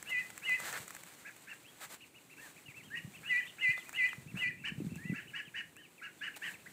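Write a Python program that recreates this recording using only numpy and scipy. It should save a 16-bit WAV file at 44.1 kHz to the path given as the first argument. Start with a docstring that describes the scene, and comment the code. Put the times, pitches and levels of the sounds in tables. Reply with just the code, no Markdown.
"""Ducklings on a lawn

Ducklings peep while a plastic bat nudges them through the grass; a hand rubs and bumps the camera.
Birds: two trembling sines per syrinx give long peeps and rough chirps; one sine gives pips and whistles.
Grass: shaped granular noise under stroke and snap envelopes. Hand: shaped noise plus damped sine knocks.
Garden: a faint wall echo and scattered noise tail follow the birds, over steady hum and hiss.
"""
import sys
import numpy as np
from scipy import signal
from scipy.fft import rfft, irfft, next_fast_len
from scipy.io import wavfile
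from scipy.ndimage import map_coordinates

SR = 44100
rng = np.random.default_rng(int(sys.argv[2]) if len(sys.argv) > 2 else 0)


def file_out(sig):
    """Save sig as 16-bit WAV at sys.argv[1]."""
    # one column per channel
    cols = np.atleast_2d(sig).T
    # limit, then scale
    lim = np.clip(cols, -1, 1)
    pcm = np.round(lim * 32767).astype(np.int16)
    wavfile.write(sys.argv[1], SR, pcm)


N = 296352
TIME = np.arange(N) / SR

# Levels are nominal, before the trims and swells in the functions; spectra are relative shapes.
# stirring of the grass: (time [s], level [dB])
GRASS_STIR = [(0.0, -60), (0.34, -58.5), (0.69, -53.5), (0.8, -52), (0.95, -58.5), (1.52, -63.5),
              (1.83, -63), (2.11, -68), (4.01, -59.5), (4.15, -61.5), (4.45, -73), (4.88, -63.5),
              (5.8, -73), (6.72, -62.5)]
# spectrum of leaf blades: (frequency [Hz], relative level [dB])
BLADE_SPECTRUM = [(180, -48.5), (300, -7), (620, -5), (781, -4), (1120, -4), (1810, -3), (1970, -2),
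                  (3280, -8), (4210, -7), (5210, -13.5), (7880, -4), (10100, -13), (14500, -11.5),
                  (15500, -14.5)]
# spectrum of stalk bodies: (frequency [Hz], relative level [dB])
STALK_SPECTRUM = [(200, -44.5), (550, -11.5), (1000, -11.5), (1750, -1), (2800, -20), (5000, -24),
                  (12000, -50.5)]
# spectrum of snaps: (frequency [Hz], relative level [dB])
SNAP_SPECTRUM = [(500, -7.5), (2400, 4), (4100, -35), (5200, -13), (7800, 4), (10500, -11), (15000, -7)]
# strokes through the grass: (time [s], nominal length [s], blade level [dB], stalk level [dB])
GRASS_STROKES = [(0.084, 0.0344, -50.5, -57), (0.571, 0.171, -46.5, -49), (0.723, 0.0567, -49.5, -42),
                 (1.796, 0.0723, -50, -55), (1.89, 0.0743, -49.5, -81), (2.354, 0.18, -58.5, -75.5),
                 (4.334, 0.123, -55, -55.5), (6.357, 0.0225, -49, -84.5), (6.39, 0.1606, -55.5, -82.5)]
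# snapping stalks: (time [s], crack level [dB], stalk body relative to crack [dB])
STALK_SNAPS = [(0.0268, -31, -19), (0.303, -38, 1.5), (.3774, -31, -23.5), (0.4941, -30.5, -10.5),
               (.601, -28, -11.5), (0.7273, -29, -4.5), (0.8796, -31.5, -4), (0.9062, -34, 0.5),
               (0.9494, -32.5, -17), (0.965, -35, -1.5), (1.035, -37, -4), (1.3641, -39, -18),
               (1.903, -47.5, -19), (3.778, -55.5, 23.5), (3.893, -33.5, -6), (3.929, -33.5, -29),
               (4.09, -39, -22), (4.1312, -47.5, 16.5), (4.9568, -40.5, -14), (5.7662, -42.5, -20)]
# hand rubbing the case: (time [s], level [dB])
HAND_RUB = [(0.0, -66.5), (0.84, -63.5), (1.03, -66.5), (1.5, -71), (2.6, -69), (2.9, -60.5), (3.74, -71),
            (4.13, -63), (4.32, -55.5), (4.6, -56.5), (4.94, -50), (5.35, -64), (6.06, -71.5),
            (6.72, -63.5)]
# spectrum of the rubbed case: (frequency [Hz], relative level [dB])
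CASE_SPECTRUM = [(15, -71.5), (25, -42), (65, -13), (104, -3.5), (169, 1), (339, -12.5), (395, -14),
                 (522, -41.5), (700, -40.5), (910, -62), (1540, -120)]
# hand bumping the camera: (time [s], peak level [dB], pitch [Hz])
CASE_BUMPS = [(.8, -47.5, 139), (2.684, -47.5, 136), (3.046, -38, 128.5), (3.074, -42.5, 194),
              (3.689, -40.5, 126.5), (4.18, -41.5, 134), (4.261, -40.5, 150), (4.341, -34, 162.8),
              (4.357, -34.5, 169.3), (4.719, -34, 183.3), (4.78, -32.5, 148.2), (4.802, -31.5, 304.8),
              (4.818, -31.5, 194.5), (4.846, -31, 203), (4.866, -30, 163.4), (4.918, -36.5, 223.5),
              (4.961, -36.5, 174.2), (5.052, -37.5, 174), (5.097, -26.5, 164.4), (5.12, -30.5, 185),
              (5.127, -31.5, 255.3)]
# spectrum of the garden air: (frequency [Hz], relative level [dB])
AIR_SPECTRUM = [(15, -49.5), (25, -46.5), (43, -24.5), (140, -10), (289, 7), (631, -3.5), (1110, -8),
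                (1950, -10.5), (2490, -5.5), (3530, -11.5), (5280, -17.5), (8130, -10), (10100, -13.5),
                (14300, -18), (15500, -12)]
# passband of the throat: (frequency [Hz], gain [dB])
THROAT_GAIN = [(600, -2), (1300, -2), (1600, 0.5), (2950, -3), (3150, -10), (3400, -6.5), (4500, -33)]
# long peeps: (start [s], full low voice [s], end [s], low voice [Hz], high voice [Hz],
#              low level [dB], high level [dB]); pitches are those at full effort, midway from crest to end
LONG_PEEPS = [(0.049, 0.116, .226, 1979, 2448, -35.5, -42), (0.416, 0.479, .578, 1997, 2465, -33.5, -39),
              (3.227, 3.309, 3.416, 1945, 2330, -30.5, -39.5), (3.58, 3.633, 3.745, 2001, 2364, -30, -37),
              (3.927, 3.987, 4.094, 1982, 2340, -31.5, -37),
              (4.347, 4.421, 4.513, 1963, 2364, -35.5, -37.5)]
# rough chirps: (time [s], length [s], low voice top [Hz], high voice top [Hz],
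#                low level [dB], high level [dB])
ROUGH_CHIRPS = [(1.245, 0.0583, 1731, 2583, -53.5, -51.5), (1.468, 0.0753, 1800, 2782, -53.5, -52),
                (2.944, 0.0588, 1890, 2866, -59, -45.5), (4.636, 0.0711, 1849, 3041, -47, -39),
                (5.13, 0.0824, 1737, 2735, -51.5, -49), (5.18, 0.063, 1857, 3070, -57.5, -55.5),
                (5.33, 0.0903, 1866, 2988, -46.5, -45), (5.538, .085, 1881, 2991, -45, -44.5),
                (6.012, 0.0754, 1673, 2873, -49.5, -49.5), (6.207, 0.0911, 1832, 3029, -44, -45),
                (6.414, 0.0874, 1870, 3088, -43.5, -44.5)]
# brood pips: (time [s], length [s], apex pitch [Hz], apex place [share of length], level [dB]);
# a negative place lies before the onset: the pip only falls
BROOD_PIPS = [(1.641, 0.069, 3350, 0.92, -61), (2.005, 0.045, 2910, 0.462, -58.5),
              (2.14, 0.0523, 2934, 0.52, -62), (2.295, 0.0506, 2770, 0.504, -59.5),
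              (2.366, 0.049, 2765, 0.47, -60.5), (2.559, 0.0372, 2580, 0.526, -60),
              (2.655, 0.066, 3051, -0.436, -57), (2.679, 0.04807, 2471, 0.48, -61.5),
              (2.737, .085, 2675, 0.472, -57), (2.817, .08, 3240, 0.52, -63.5),
              (3.136, 0.0362, 2700, 0.47, -58), (3.153, .043, 3353, -0.4, -60.5),
              (3.39, 0.063, 3105, .45, -53.5), (3.465, 0.0392, 3114, 0.57, -54.5),
              (3.459, .05, 3682, 0.46, -55.5), (3.767, 0.063, 3580, 0.24, -58),
              (3.844, 0.061, 2520, 0.52, -58), (4.084, 0.0516, 3401, -0.47, -52.5),
              (4.269, 0.0565, 2726, 0.434, -61), (4.572, 0.076, 2750, .5, -60.5),
              (4.884, 0.0564, 2750, .55, -65.5), (4.94, 0.0378, 2772, 0.37, -57.5),
              (5.027, 0.1056, 2787, 0.48, -58), (5.269, 0.0414, 3030, 0.49, -57.5),
              (5.449, 0.0438, 3400, -0.51, -57), (5.752, 0.1217, 3075, 0.48, -61),
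              (5.978, 0.032, 2792, -0.65, -59.5), (6.187, 0.042, 3540, 0.33, -65),
              (6.34, 0.022, 3010, -0.42, -55.5), (6.537, 0.0264, 2750, -0.185, -55),
              (6.659, 0.0183, 2085, 1, -50.5)]
# low whistles, some swelling: (time [s], length [s], apex pitch [Hz], apex place [share of length],
#                               final level [dB], swell [dB])
LOW_WHISTLES = [(2.376, 0.1097, 1831, 0.49, -57, 1), (2.9, 0.0644, 1900, 0.98, -33.5, 24),
                (4.972, .165, 1998, .75, -48, 9.5), (5.767, 0.058, 1864, .5, -61.5, 0)]


def amp(db):
    """Decibels to gain."""
    return 10 ** (np.asarray(db) / 20)


def unit(x):
    """x at rms 1."""
    return x / np.sqrt(np.mean(x ** 2) + 1e-20)


def curves(rows, at):
    """Columns after the first, linearly interpolated over the first."""
    key, *cols = np.transpose(rows)
    return [np.interp(at, key, c) for c in cols]


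def wobble(knots_per_s, size):
    """Smooth random curve: spline through Gaussian knots."""
    knots = rng.standard_normal(int(size * knots_per_s / SR) + 4)
    return map_coordinates(knots, [np.arange(size) * knots_per_s / SR + 1])


def filtered(x, response):
    """x times a gain over frequency [Hz]."""
    m = next_fast_len(N + 8192)
    return irfft(rfft(x, m) * response(np.fft.rfftfreq(m, 1 / SR)), m)[:N]


def coloured(x, spectrum):
    """x shaped by a spectrum joined over log frequency, at rms 1."""
    f, db = np.transpose(spectrum)
    return unit(filtered(x, lambda hz: amp(np.interp(np.log(hz + 1), np.log(f), db))))


def add(track, start_s, sound):
    """Mix sound into track in place."""
    part = track[max(round(start_s * SR), 0):][:len(sound)]
    part += sound[:len(part)]


def crackle(spread_db, knots_per_s):
    """Noise in fine grains: white noise under a fast random level."""
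    return rng.standard_normal(N) * amp(spread_db * wobble(knots_per_s, N))


def grass():
    """Blades rustle under small feet and swish under the bat; stalks snap as short decaying bursts."""
    stir_db, = curves(GRASS_STIR, TIME)
    blades, stalks, cracks = np.zeros((3, N))
    for start_s, length_s, blade_db, stalk_db in GRASS_STROKES:
        since = np.arange(int(2 * length_s * SR)) / SR
        bend = np.minimum(since / (0.306 * length_s), 1)
        spring_back = amp(-38 * np.maximum(since / length_s - .75, 0))
        stroke = bend * spring_back
        add(blades, start_s, amp(blade_db) * stroke)
        add(stalks, start_s, amp(stalk_db) * stroke)

    t = np.arange(SR // 16) / SR
    snap = (1 - np.exp(-t / .0003)) * amp(-60 * t / .013)
    for start_s, crack_db, body_db in STALK_SNAPS:
        add(cracks, start_s, amp(crack_db - 3.0) * snap)
        add(stalks, start_s, amp(crack_db + body_db - 5.5) * snap)
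    # single dry blades flick, 22 a second on average, following the stir level
    flicks = (rng.random(N) < 22 / SR) * rng.uniform(.3, 1, N)
    cracks = cracks + amp(stir_db + 6.5) * signal.fftconvolve(flicks, snap)[:N]

    clumps = amp(1.59 * wobble(45, N))  # blades catch and slip in bunches
    stir = amp(stir_db + 2.0) * coloured(crackle(spread_db=1.5, knots_per_s=730), BLADE_SPECTRUM)
    leafy = blades * coloured(crackle(spread_db=-1, knots_per_s=520), BLADE_SPECTRUM)
    woody = stalks * coloured(crackle(spread_db=-0.5, knots_per_s=230), STALK_SPECTRUM)
    snaps = cracks * coloured(crackle(spread_db=-1, knots_per_s=670), SNAP_SPECTRUM)
    return clumps * (stir + leafy + woody) + snaps


def handling(corner_hz, t60_s):
    """Rubbing is case-shaped noise; knocks are damped sines, high-passed as the mic passes no deep bass."""
    taps_per_s, tap_over_rub_db, tap_centre_hz = 14, 6, 165.9
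    rub_db, = curves(HAND_RUB, TIME)
    slip = amp(2 * wobble(35, N))
    track = amp(rub_db - 1.0) * slip * coloured(rng.standard_normal(N), CASE_SPECTRUM)

    taps = []  # lighter finger taps at random times
    for when, hard, high in rng.random((int(taps_per_s * N / SR), 3)):
        at = int(when * N)
        tap_db = rub_db[at] + tap_over_rub_db + 6 * (hard - .5)
        taps.append((TIME[at], tap_db, tap_centre_hz * 2 ** (high - .5)))

    t = np.arange(SR // 12) / SR
    envelope = (1 - np.exp(-t / 0.00089)) ** 2 * amp(-60 * t / t60_s)
    bass_cut = signal.butter(3, corner_hz, "high", fs=SR, output="sos")
    for start_s, peak_db, hz in CASE_BUMPS + taps:
        knock = signal.sosfilt(bass_cut, np.sin(2 * np.pi * hz * t) * envelope)
        add(track, start_s, amp(peak_db - 1) * knock / abs(knock).max())
    return track


def air():
    """Quiet garden hum and hiss: shaped noise at a slowly wandering level."""
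    return amp(-64 + 0.77 * wobble(3.67, N)) * coloured(rng.standard_normal(N), AIR_SPECTRUM)


def voice(hz, rough, jitter, flutter_hz):
    """One side of the syrinx: a sine of trembling pitch, its membrane fluttering when rough."""
    size = len(hz)
    phase = 2 * np.pi * np.cumsum(hz * (1 + jitter * wobble(261.16, size))) / SR
    in_phase = wobble(flutter_hz, size) * np.sin(phase)
    quadrature = wobble(flutter_hz, size) * np.cos(phase)
    flutter = (in_phase + quadrature) / np.sqrt(2)
    return np.sqrt(2) * (np.sin(phase) + rough * flutter) / np.sqrt(1 + rough ** 2)


def syrinx(both, square_db, cube_db, hiss_db):
    """Both voices share one throat: passband, sum tones and overtones from distortion, and hiss."""
    gain_db, = curves(THROAT_GAIN, np.fft.rfftfreq(SR // 2, 1 / SR))
    both = irfft(rfft(both, SR // 2) * amp(gain_db))[:len(both)]
    size = np.sqrt(np.mean(both ** 2))
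    u = both / size
    overtone_cut = signal.butter(4, 3400, "high", fs=SR, output="sos")
    overtones = signal.sosfilt(overtone_cut, amp(square_db) * u ** 2 + amp(cube_db) * u ** 3)
    hiss_band = signal.butter(2, [5600, 8800], "band", fs=SR, output="sos")
    hiss = unit(signal.sosfilt(hiss_band, rng.standard_normal(len(u))))
    breath = amp(hiss_db) * hiss * abs(signal.hilbert(u))
    return size * (u + overtones + breath) * signal.windows.tukey(len(u), .08)


def peeps():
    """High voice sweeps up over a faint low rasp; the low voice breaks in, pulls it down and beats with it."""
    crest_hz, crest_lead_s, rise_share = 2913.7, 0.0153, 0.32  # crest precedes full low voice
    entry_s, scoop_share, sag_share = .026, 0.21, .075  # low voice scoops up, sags toward full effort
    release_s, drop_share = 0.03544, 0.255
    low_idle_db, low_idle_rough, low_release_db = -22.5, 1.25, 13
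    high_rise_db, high_swell_db, high_release_db = 18, 14, 34.5
    out = np.zeros(N)
    for start, full, end, low_hz, high_hz, low_db, high_db in LONG_PEEPS:
        t = np.arange(start, end, 1 / SR)
        crest = full - crest_lead_s
        rising = np.interp(t, [start, crest], [1, 0]) ** 2
        waiting = np.interp(t, [full - entry_s, full], [1, 0])
        held = np.interp(t, [crest, end], [0, 1])
        effort = np.sin(np.pi * held)
        release = np.interp(t, [end - release_s, end], [0, 1])
        drop = drop_share * release ** 3

        scoop = scoop_share * (waiting ** 2 + rising / 3)
        low_pitch = low_hz * (1 + sag_share * (1 - effort) - scoop - drop)
        high_pitch = crest_hz * (1 - rise_share * rising - drop) - effort * (crest_hz - high_hz)

        low_swell = low_idle_db * waiting - 2 * (1 - effort) - low_release_db * release ** 2
        high_swell = high_swell_db * (held ** 2 - .2) - high_rise_db * rising - high_release_db * release
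        low_level = amp(low_db + low_swell + 1.1 * wobble(120, len(t)))
        high_level = amp(high_db + high_swell + 0.35 * wobble(88.5, len(t)))

        low_rough = .07 + low_idle_rough * waiting ** 3
        low = low_level * voice(low_pitch, low_rough, jitter=.005, flutter_hz=700)
        high = high_level * voice(high_pitch, .42 - .2 * effort, jitter=.009, flutter_hz=800)
        # beat tones above and below the pair
        over = voice(2 * high_pitch - low_pitch, rough=0.78, jitter=0.0152, flutter_hz=517.7)
        under = voice(2 * low_pitch - high_pitch, rough=1.0, jitter=0.0081, flutter_hz=501)
        over_beat = amp(-13.5 + low_swell / 2) * high_level * over
        under_beat = amp(-24 + low_swell / 2) * high_level * under
        both = low + high + over_beat + under_beat
        add(out, start, syrinx(both, square_db=-32, cube_db=-48.5, hiss_db=-37.5))
    return out


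def garden_echoes(x, near_db, wall_db, tail_db, wall_s, t60_s):
    """Ground and stones scatter at once, a wall reflects later, shrubs leave a short noise tail."""
    t = np.arange(SR // 2) / SR

    def scatter(envelope):
        """Noise under an envelope, at unit energy."""
        return unit(rng.standard_normal(len(t)) * envelope) / np.sqrt(len(t))

    near = amp(near_db) * scatter((t > .003) * amp(-60 * t / 0.0347))
    tail = amp(tail_db) * scatter((t > .015) * amp(-60 * t / t60_s))
    answer = near + tail
    answer[round(wall_s * SR)] += amp(wall_db)
    return x + signal.fftconvolve(x, answer)[:N]


def chirps():
    """Both voices arch quickly and roughen at the top, where a rasp fills the gap between them."""
    low_droop_share, high_droop_share = 0.2644, .36  # arch ends below its top
    low_fade_db, high_fade_db = 42, 18.5  # arch ends weaker
    top_rough, choke_db = 0.856, 5.5  # roughness chokes the low voice
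    out = np.zeros(N)
    for start_s, length_s, low_hz, high_hz, low_db, high_db in ROUGH_CHIRPS:
        edge = np.linspace(-1, 1, int(length_s * SR)) ** 2  # 0 at the top, 1 at the ends
        rough = top_rough * (1 - edge) ** 2
        low_pitch = low_hz * (1 - low_droop_share * edge ** 1.7626)
        high_pitch = high_hz * (1 - high_droop_share * edge)
        mid_pitch = (low_pitch + high_pitch) / 2
        low_level_db = low_db + 4.0 - choke_db * rough - low_fade_db * edge ** 5
        high_level_db = high_db + 2.5 - high_fade_db * edge ** 1.14

        low = amp(low_level_db) * voice(low_pitch, 1.1 * rough, jitter=.03, flutter_hz=800)
        high = amp(high_level_db) * voice(high_pitch, .6 * rough, jitter=.014, flutter_hz=600)
        rasp = voice(mid_pitch, rough=2, jitter=.02, flutter_hz=700)
        difference = voice(high_pitch - low_pitch, rough=2, jitter=.03, flutter_hz=500)
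        both = low + high + rough * (amp(high_level_db - 4) * rasp + amp(high_level_db - 18) * difference)
        add(out, start_s, syrinx(both, square_db=-26, cube_db=-29.5, hiss_db=-34))
    return out


def whistle(length_s, apex_hz, apex_at, droop_share, last_db, swell_db):
    """One voice draws a parabolic pitch arch, a little weaker where it is high."""
    u = np.linspace(0, 1, int(length_s * SR))
    hz = apex_hz * (1 - droop_share * ((u - apex_at) / max(apex_at, 1 - apex_at)) ** 2)
    db = last_db - swell_db * (1 - u) + np.interp(hz, [2700, 3600], [0, -3])
    tone = voice(hz, rough=.15, jitter=.006, flutter_hz=600)
    return amp(db) * signal.windows.tukey(len(u), .18) * tone


def pips():
    """Brood contact calls: soft single-voice pips, random fainter ones, and a few low whistles."""
    pip_droop, whistle_droop = .34, .21  # shares of the apex pitch
    out = np.zeros(N)
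    for start_s, length_s, apex_hz, apex_at, db in BROOD_PIPS:
        add(out, start_s, whistle(length_s, apex_hz, apex_at, pip_droop, db, swell_db=0))
    for when, long, high, loud in rng.uniform(-1.1, 1, size=(14, 4)):
        start_s = np.interp(when, [-1, 1], [2, 6.6])  # while the brood is on the move
        length_s, apex_hz = .05 * (1 + 0.34 * long), 2780 * (1 + .17 * high)
        add(out, start_s, whistle(length_s, apex_hz, 0.4, pip_droop, -68 + 2 * loud, swell_db=0))
    for start_s, length_s, apex_hz, apex_at, last_db, swell_db in LOW_WHISTLES:
        add(out, start_s, whistle(length_s, apex_hz, apex_at, whistle_droop, last_db, swell_db))
    return out


def scene():
    """Sum of grass, hand, air, and birds with their echoes."""
    calls = peeps() + chirps() + pips()
    birds = garden_echoes(calls, near_db=-6, wall_db=-21, tail_db=-9.5, wall_s=0.051, t60_s=0.291)
    return (birds + grass() + handling(corner_hz=95, t60_s=0.0462) + air())[None]


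def record(dry):
    """Camera band limit: nothing from 15.6 kHz up."""
    return filtered(dry[0], lambda hz: hz < 15600)[None]


dry = scene()
out = record(dry)
file_out(out)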